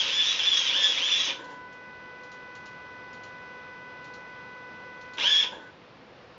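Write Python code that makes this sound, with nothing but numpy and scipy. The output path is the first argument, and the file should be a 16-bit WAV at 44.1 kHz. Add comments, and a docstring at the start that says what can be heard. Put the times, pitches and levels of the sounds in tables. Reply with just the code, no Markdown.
"""Geared servo motors fling a desktop delta robot's arms about, hold still, then make one last quick lift.
Gear teeth whine and rattle in the small casings and shake the frame. At rest the drive pulses sing
faintly in the windings and the gears tick now and then, over the hush of a small room."""
import sys
import numpy as np
from scipy import signal
from scipy.fft import rfft, irfft, next_fast_len
from scipy.io import wavfile
from scipy.ndimage import uniform_filter1d

SR = 44100
rng = np.random.default_rng(int(sys.argv[2]) if len(sys.argv) > 2 else 0)


def bounce(signal):
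    """Save signal as a 16-bit WAV file at the path given by the first command-line argument."""
    frames = np.transpose(np.atleast_2d(signal))
    limited = np.clip(frames, -1, 1)
    pcm = np.round(limited * 32767).astype(np.int16)
    wavfile.write(sys.argv[1], SR, pcm)


N = 281338
TIME = np.arange(N) / SR


def arms(whine_db=4.5, rasp_db=-34, shudder_db=-53):
    """Three gear trains ring their casings, rasp and shake the frame; jolts rattle the slack gears."""
    # whine of servos A, B (9 pinion teeth, 6 commutator steps a turn): rotor order, level/dB
    bright_orders = [(9, -6), (18, 3), (27, -4), (36, -5.5), (6, -7), (12, -9), (30, -1.5)]
    # lower, rounder whine of servo C: rotor order, level/dB
    round_orders = [(9, 2), (18, 4), (27, -3), (36, -10)]
    # casing response: f/Hz, level/dB
    casing = [(400, -30), (1000, -22), (1750, -15), (2100, -14), (2700, -10), (3100, -5), (3450, 0),
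              (3700, -8), (3900, -14), (4500, -18), (5300, -13), (6000, -14), (6900, -16), (7400, -30),
              (8000, -45)]
    # rattle body: f/Hz, level/dB
    rattle_body = [(400, -39.5), (1000, -17), (2000, -11.5), (2500, -3.5), (2900, -1.5), (3300, -0.5),
                   (3700, -5), (4100, -12.5), (4600, -25.5), (6000, -16.5), (8000, -41)]
    # rattle treble: f/Hz, level/dB
    rasp_treble = [(3000, -14.5), (4200, -5), (4700, 0.5), (5300, 2), (5900, -5), (6300, -11.5),
                   (6900, -22), (7600, -17)]
    # frame response: f/Hz, level/dB
    frame = [(80, -11.5), (170, -9.5), (320, 4.5), (420, 0), (520, 8.5), (620, 2), (740, -5), (960, 8.5),
             (1250, -13.5), (1600, 3.5), (2200, -24.5)]
    servos = servo("A", bright_orders) + servo("B", bright_orders) + servo("C", round_orders)
    whine, rattle, rasp, speed = servos
    sway = jolts()
    whine = colour(whine * surges(), casing) * undb(whine_db)
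    rattle = colour(rattle + sway * rng.standard_normal(N), rattle_body)
    rasp = colour(rasp, rasp_treble) * undb(rasp_db)
    rough_noise = rng.standard_normal(N) * undb(2.5 * walk(90))
    shudder = unit(colour(rough_noise, frame)) * (sway + speed * undb(shudder_db))
    return room(whine, t60_s=.29, wet_db=-3) + room(rattle + rasp + shudder, t60_s=.24, wet_db=-1.5)


def servo(name, orders, pinion_teeth=9, chatter=.015, knock_db=4, contact_periods=.22):
    """Meshing teeth whine, land and scrape. Returns whine, rattle, rasp, speed share."""
    tooth_hz, speed, whine_gain, rattle_gain = motion(name)
    # below full speed the load reverses and the teeth bounce across their play
    loose = np.clip((1650 - tooth_hz) / 400, 0, 1)
    flutter = .003 * walk(150)
    teeth = np.cumsum(tooth_hz * (1 + flutter + chatter * loose * walk(500))) / SR
    rotor_rad = 2 * np.pi * (teeth / pinion_teeth + rng.random())
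    # the off-centre pinion presses the mesh once a turn
    throb = 1 + .45 * np.sin(rotor_rad + .7 * walk(50))
    pressure = throb * undb(1.5 * walk(450))
    whine = sum(undb(db + 3 * walk(45)) * np.sin(round(order) * rotor_rad) for order, db in orders)
    tooth_force = undb(knock_db * rng.uniform(-1, 1, N))[teeth.astype(int)]
    contact = np.exp(-(teeth % 1) / contact_periods)
    impacts = tooth_force * pressure * contact * rng.standard_normal(N)
    impacts /= np.std(impacts[speed > 0])
    rasp_rise_db = 4 * np.clip((tooth_hz - 1300) / 700, 0, 1)
    rasp = impacts * speed * undb(rasp_rise_db)
    return np.array([whine * pressure * whine_gain, impacts * rattle_gain, rasp, speed])


def motion(name, whine_kick_db=2.5, rattle_kick_db=4, ease_db_per_s=21):
    """A servo spins up, drifts with load, brakes. Returns tooth rate, speed share, whine, rattle gains."""
    # arm swings: t/s, length/s, spin-up/s, braking/s, top tooth rate/Hz, sag under load/(Hz/s),
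    # whine level/dB, rattle level/dB, servo
    strokes = [ (-.2, 0.28, .12, .1, 1699, -1, -22, -20.5, "A"),
               (-.14, 0.32, 0.16, .11, 1916, -2, -37, -17, "B"),
               (.045, 0.35, .13, .11, 1738, 100, -29, -22, "A"),
               (0.159, .305, 0.15, .12, 1922, -0.5, -29.5, -17.5, "B"),
               (0.374, 0.34, 0.098, 0.049, 1740, 901.5, -28.5, -17, "A"),
               (0.451, .315, .17, .14, 1975, 4, -30, -23.5, "B"),
               (0.661, .32, 0.14, .09, 1651, -1.5, -32.5, -23, "A"),
               (0.712, .26, .07, .06, 1783, 749.5, -28.5, -28, "C"),
               (0.754, .294, .15, .107, 1916, -3, -33.5, -18, "B"),
               (0.939, 0.42, 0.15, 0.17, 1757, 599.5, -29, -20.5, "A"),
               (1.059, 0.26, .14, 0.078, 1922, -4.5, -27.5, -18, "B"),
               (5.17, .288, .155, .04, 1655, -300, -28, -18, "A"),
               (5.181, .272, .12, .032, 1720, -500, -27.5, -22.5, "C")]
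    swings = []
    for start_s, length_s, spin_s, brake_s, top_hz, sag, whine_db, rattle_db, owner in strokes:
        if owner != name:
            continue
        age_s = TIME - start_s
        spun = ramp(age_s / spin_s)
        speed = np.sqrt(spun * ramp((length_s - age_s) / brake_s))
        running_s = np.clip(age_s - spin_s, 0, length_s)
        tooth_hz = speed * (top_hz - sag * running_s)
        torque = np.sqrt(1 - spun ** 2)
        gain = speed ** 1.02
        # starting torque lifts both; at speed the load eases and the whine fades
        whine = gain * undb(whine_db + whine_kick_db * torque - ease_db_per_s * running_s)
        rattle = gain * undb(rattle_db + rattle_kick_db * torque)
        swings.append((tooth_hz, speed, whine, rattle))
    return np.max(swings, axis=0)


def surges():
    """Whine gain: a short flat-topped swell as an arm snatches at its gears."""
    # snatches: t/s, half-width/s, level/dB
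    snatches = [(0.575, 0.0057, 11), (0.701, 0.042, 5.5), (0.857, .042, 5.5), (0.983, 0.01, 6.5),
                (1.298, 0.013, 7.5), (5.308, 0.04, 3.5), (5.413, 0.018, 2.5)]
    return undb(sum(db * np.exp(-((TIME - at_s) / half_s) ** 4) for at_s, half_s, db in snatches))


def jolts(rise_s=.017, fade_s=.072):
    """Envelope of the frame's sway as the arms start, turn and settle."""
    # jolt peaks: t/s, level/dB
    peaks = [(.03, -45.5), (.41, -45.5), (0.699, -43.5), (.98, -45.5), (1.275, -37.5), (1.4, -43),
             (1.5, -47.5), (5.189, -37), (5.436, -40.5), (5.535, -39)]
    sway = np.zeros(N)
    for at_s, db in peaks:
        age_s = TIME - at_s
        sway += undb(db) * ramp(1 + age_s / rise_s) * np.exp(-np.maximum(age_s, 0) / fade_s)
    return sway


def hum(drive_hz=498.2, fade_s=.0085, waver_db=-.02):
    """Drive pulses sing in the windings; their width, and so their colour, changes with each pose."""
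    # held poses: t/s, length/s, level/dB, centre f/Hz, width/Hz
    holds = [(1.328, .135, -46.5, 1282, 420), (1.418, 0.26, -45, 1014, 290), (1.449, .24, -47.5, 1562, 380),
             (1.68, 3.51, -48.5, 1510, 570), (5.43, .125, -46.5, 1133, 380),
             (5.593, 0.11, -47.5, 1520, 300)]
    # upper drive tones: harmonic, level/dB re harmonic 5
    upper_tones = [(7, -15), (10, -17), (12, -18)]
    harmonics = np.arange(1, 6)
    gains = 0
    for start_s, length_s, db, centre_hz, width_hz in holds:
        inside_s = np.minimum(TIME - start_s, start_s + length_s - TIME)
        gate = np.clip(inside_s / fade_s + .5, 0, 1)
        spectrum = np.exp(-.5 * ((harmonics * drive_hz - centre_hz) / width_hz) ** 2)
        gains = np.maximum(gains, undb(db) * np.outer(spectrum, gate))
    partials = list(zip(harmonics, gains))
    partials += [(round(k), gains[-1] * undb(db)) for k, db in upper_tones]
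    phase = 2 * np.pi * drive_hz * TIME
    # the casing delays each harmonic differently, smearing the pulses into a smooth tone
    tone = sum(gain * np.sin(k * phase + np.pi * k * k / 2) for k, gain in partials)
    return np.sqrt(2) * tone * undb(waver_db * walk(14))


def ticks(gain_db=-9, fade_s=.018, ring_hz=4200, ring_s=.011):
    """A gear shifts across its play with a scratchy tick; the harder it lands, the more it rings."""
    # gear shifts: t/s, level/dB
    shifts = [(1.443, -41), (1.503, -44), (1.7247, -48), (2.234, -45), (2.316, -41.5), (2.5515, -42),
              (2.6566, -40.5), (3.13, -43.5), (3.2349, -40), (4.0426, -43), (4.1365, -41), (5.012, -44.5),
              (5.1356, -39)]
    # scratch spectrum: f/Hz, level/dB
    spectrum = [(1500, -17), (2900, 1), (3600, -0.5), (4200, 2.5), (4900, -0.5), (5600, -0.5), (7000, -6.5),
                (8000, -13)]
    scratch = unit(colour(rng.standard_normal(N), spectrum))
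    out = np.zeros(N)
    for at_s, db in shifts:
        age_s = np.maximum(TIME - at_s, 0)
        ring = undb(db + 37) * np.exp(-age_s / ring_s) * np.sin(2 * np.pi * ring_hz * age_s)
        out += undb(db + gain_db) * (age_s > 0) * (scratch * np.exp(-age_s / fade_s) + ring)
    return room(out, t60_s=.23, wet_db=-4)


def hush(air_db=-49.5, drone_db=-59, drone_hz=(482.5, 517.5)):
    """Steady room air with a soft hollow drone."""
    # air spectrum: f/Hz, level/dB
    spectrum = [(25, -23.5), (50, -13.5), (75, -9), (110, -4.5), (170, -3), (260, -4), (410, -5), (540, -4),
                (650, -7.5), (960, -6), (1500, -10.5), (3000, -15.5), (5300, -24.5), (7000, -39.5)]
    air = unit(colour(rng.standard_normal(N), spectrum)) * undb(air_db + .3 * walk(4.9))
    band = signal.butter(1, drone_hz, "band", fs=SR)
    drone = unit(signal.lfilter(*band, rng.standard_normal(N))) * undb(drone_db)
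    return air + drone


def room(x, t60_s, wet_db, gap_s=.0036):
    """Direct sound plus dense reflections off desk, shelves and walls."""
    t = TIME[:SR // 2]
    tail = rng.standard_normal(len(t)) * undb(-60 * t / t60_s) * (t > gap_s)
    wet = signal.fftconvolve(x, tail / np.sqrt(np.sum(tail ** 2)))[:N]
    return (x + undb(wet_db) * wet) / np.sqrt(1 + undb(2 * wet_db))


def colour(x, points):
    """Filter by (f/Hz, level/dB) points; 12 dB/octave skirt below the first."""
    hz, db = np.transpose(points)
    size = next_fast_len(N + SR // 10)
    f = np.maximum(np.fft.rfftfreq(size, 1 / SR), 1)
    skirt = np.minimum(f / hz[0], 1) ** 2
    response = skirt * undb(np.interp(np.log(f), np.log(hz), db))
    return irfft(rfft(x, size) * response, size)[:N]


def walk(rate_hz):
    """Smooth random wander, rms 1."""
    step = max(int(SR / rate_hz), 1)
    stairs = np.repeat(rng.standard_normal(N // step + 1), step)
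    return unit(uniform_filter1d(stairs, step)[:N])


def ramp(share):
    """Quarter-sine rise from 0 to 1."""
    return np.sin(np.pi / 2 * np.clip(share, 0, 1))


def undb(db):
    """Decibels to gain."""
    return 10 ** (np.asarray(db) / 20)


def unit(x):
    """Scale to rms 1."""
    return x / np.sqrt(np.mean(x ** 2))


def scene():
    """The robot in its room, mono."""
    return (arms() + hum() + ticks() + hush())[None]


def record(dry, knee_db=-30, squeeze=.25, release_s=.8, top_hz=7200):
    """Gain control ducks under the motors and creeps back; the top is cut."""
    rms = np.sqrt(np.abs(uniform_filter1d(dry[0] ** 2, SR // 20))) + 1e-9
    # peak hold with exponential release
    held = np.exp(np.maximum.accumulate(np.log(rms) + TIME / release_s) - TIME / release_s)
    gain = (1 + (held / undb(knee_db)) ** 2) ** (-squeeze / 2)
    lowpass = signal.cheby1(12, .2, top_hz, fs=SR, output="sos")
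    return signal.sosfilt(lowpass, dry * gain)


dry = scene()
out = record(dry)
bounce(out)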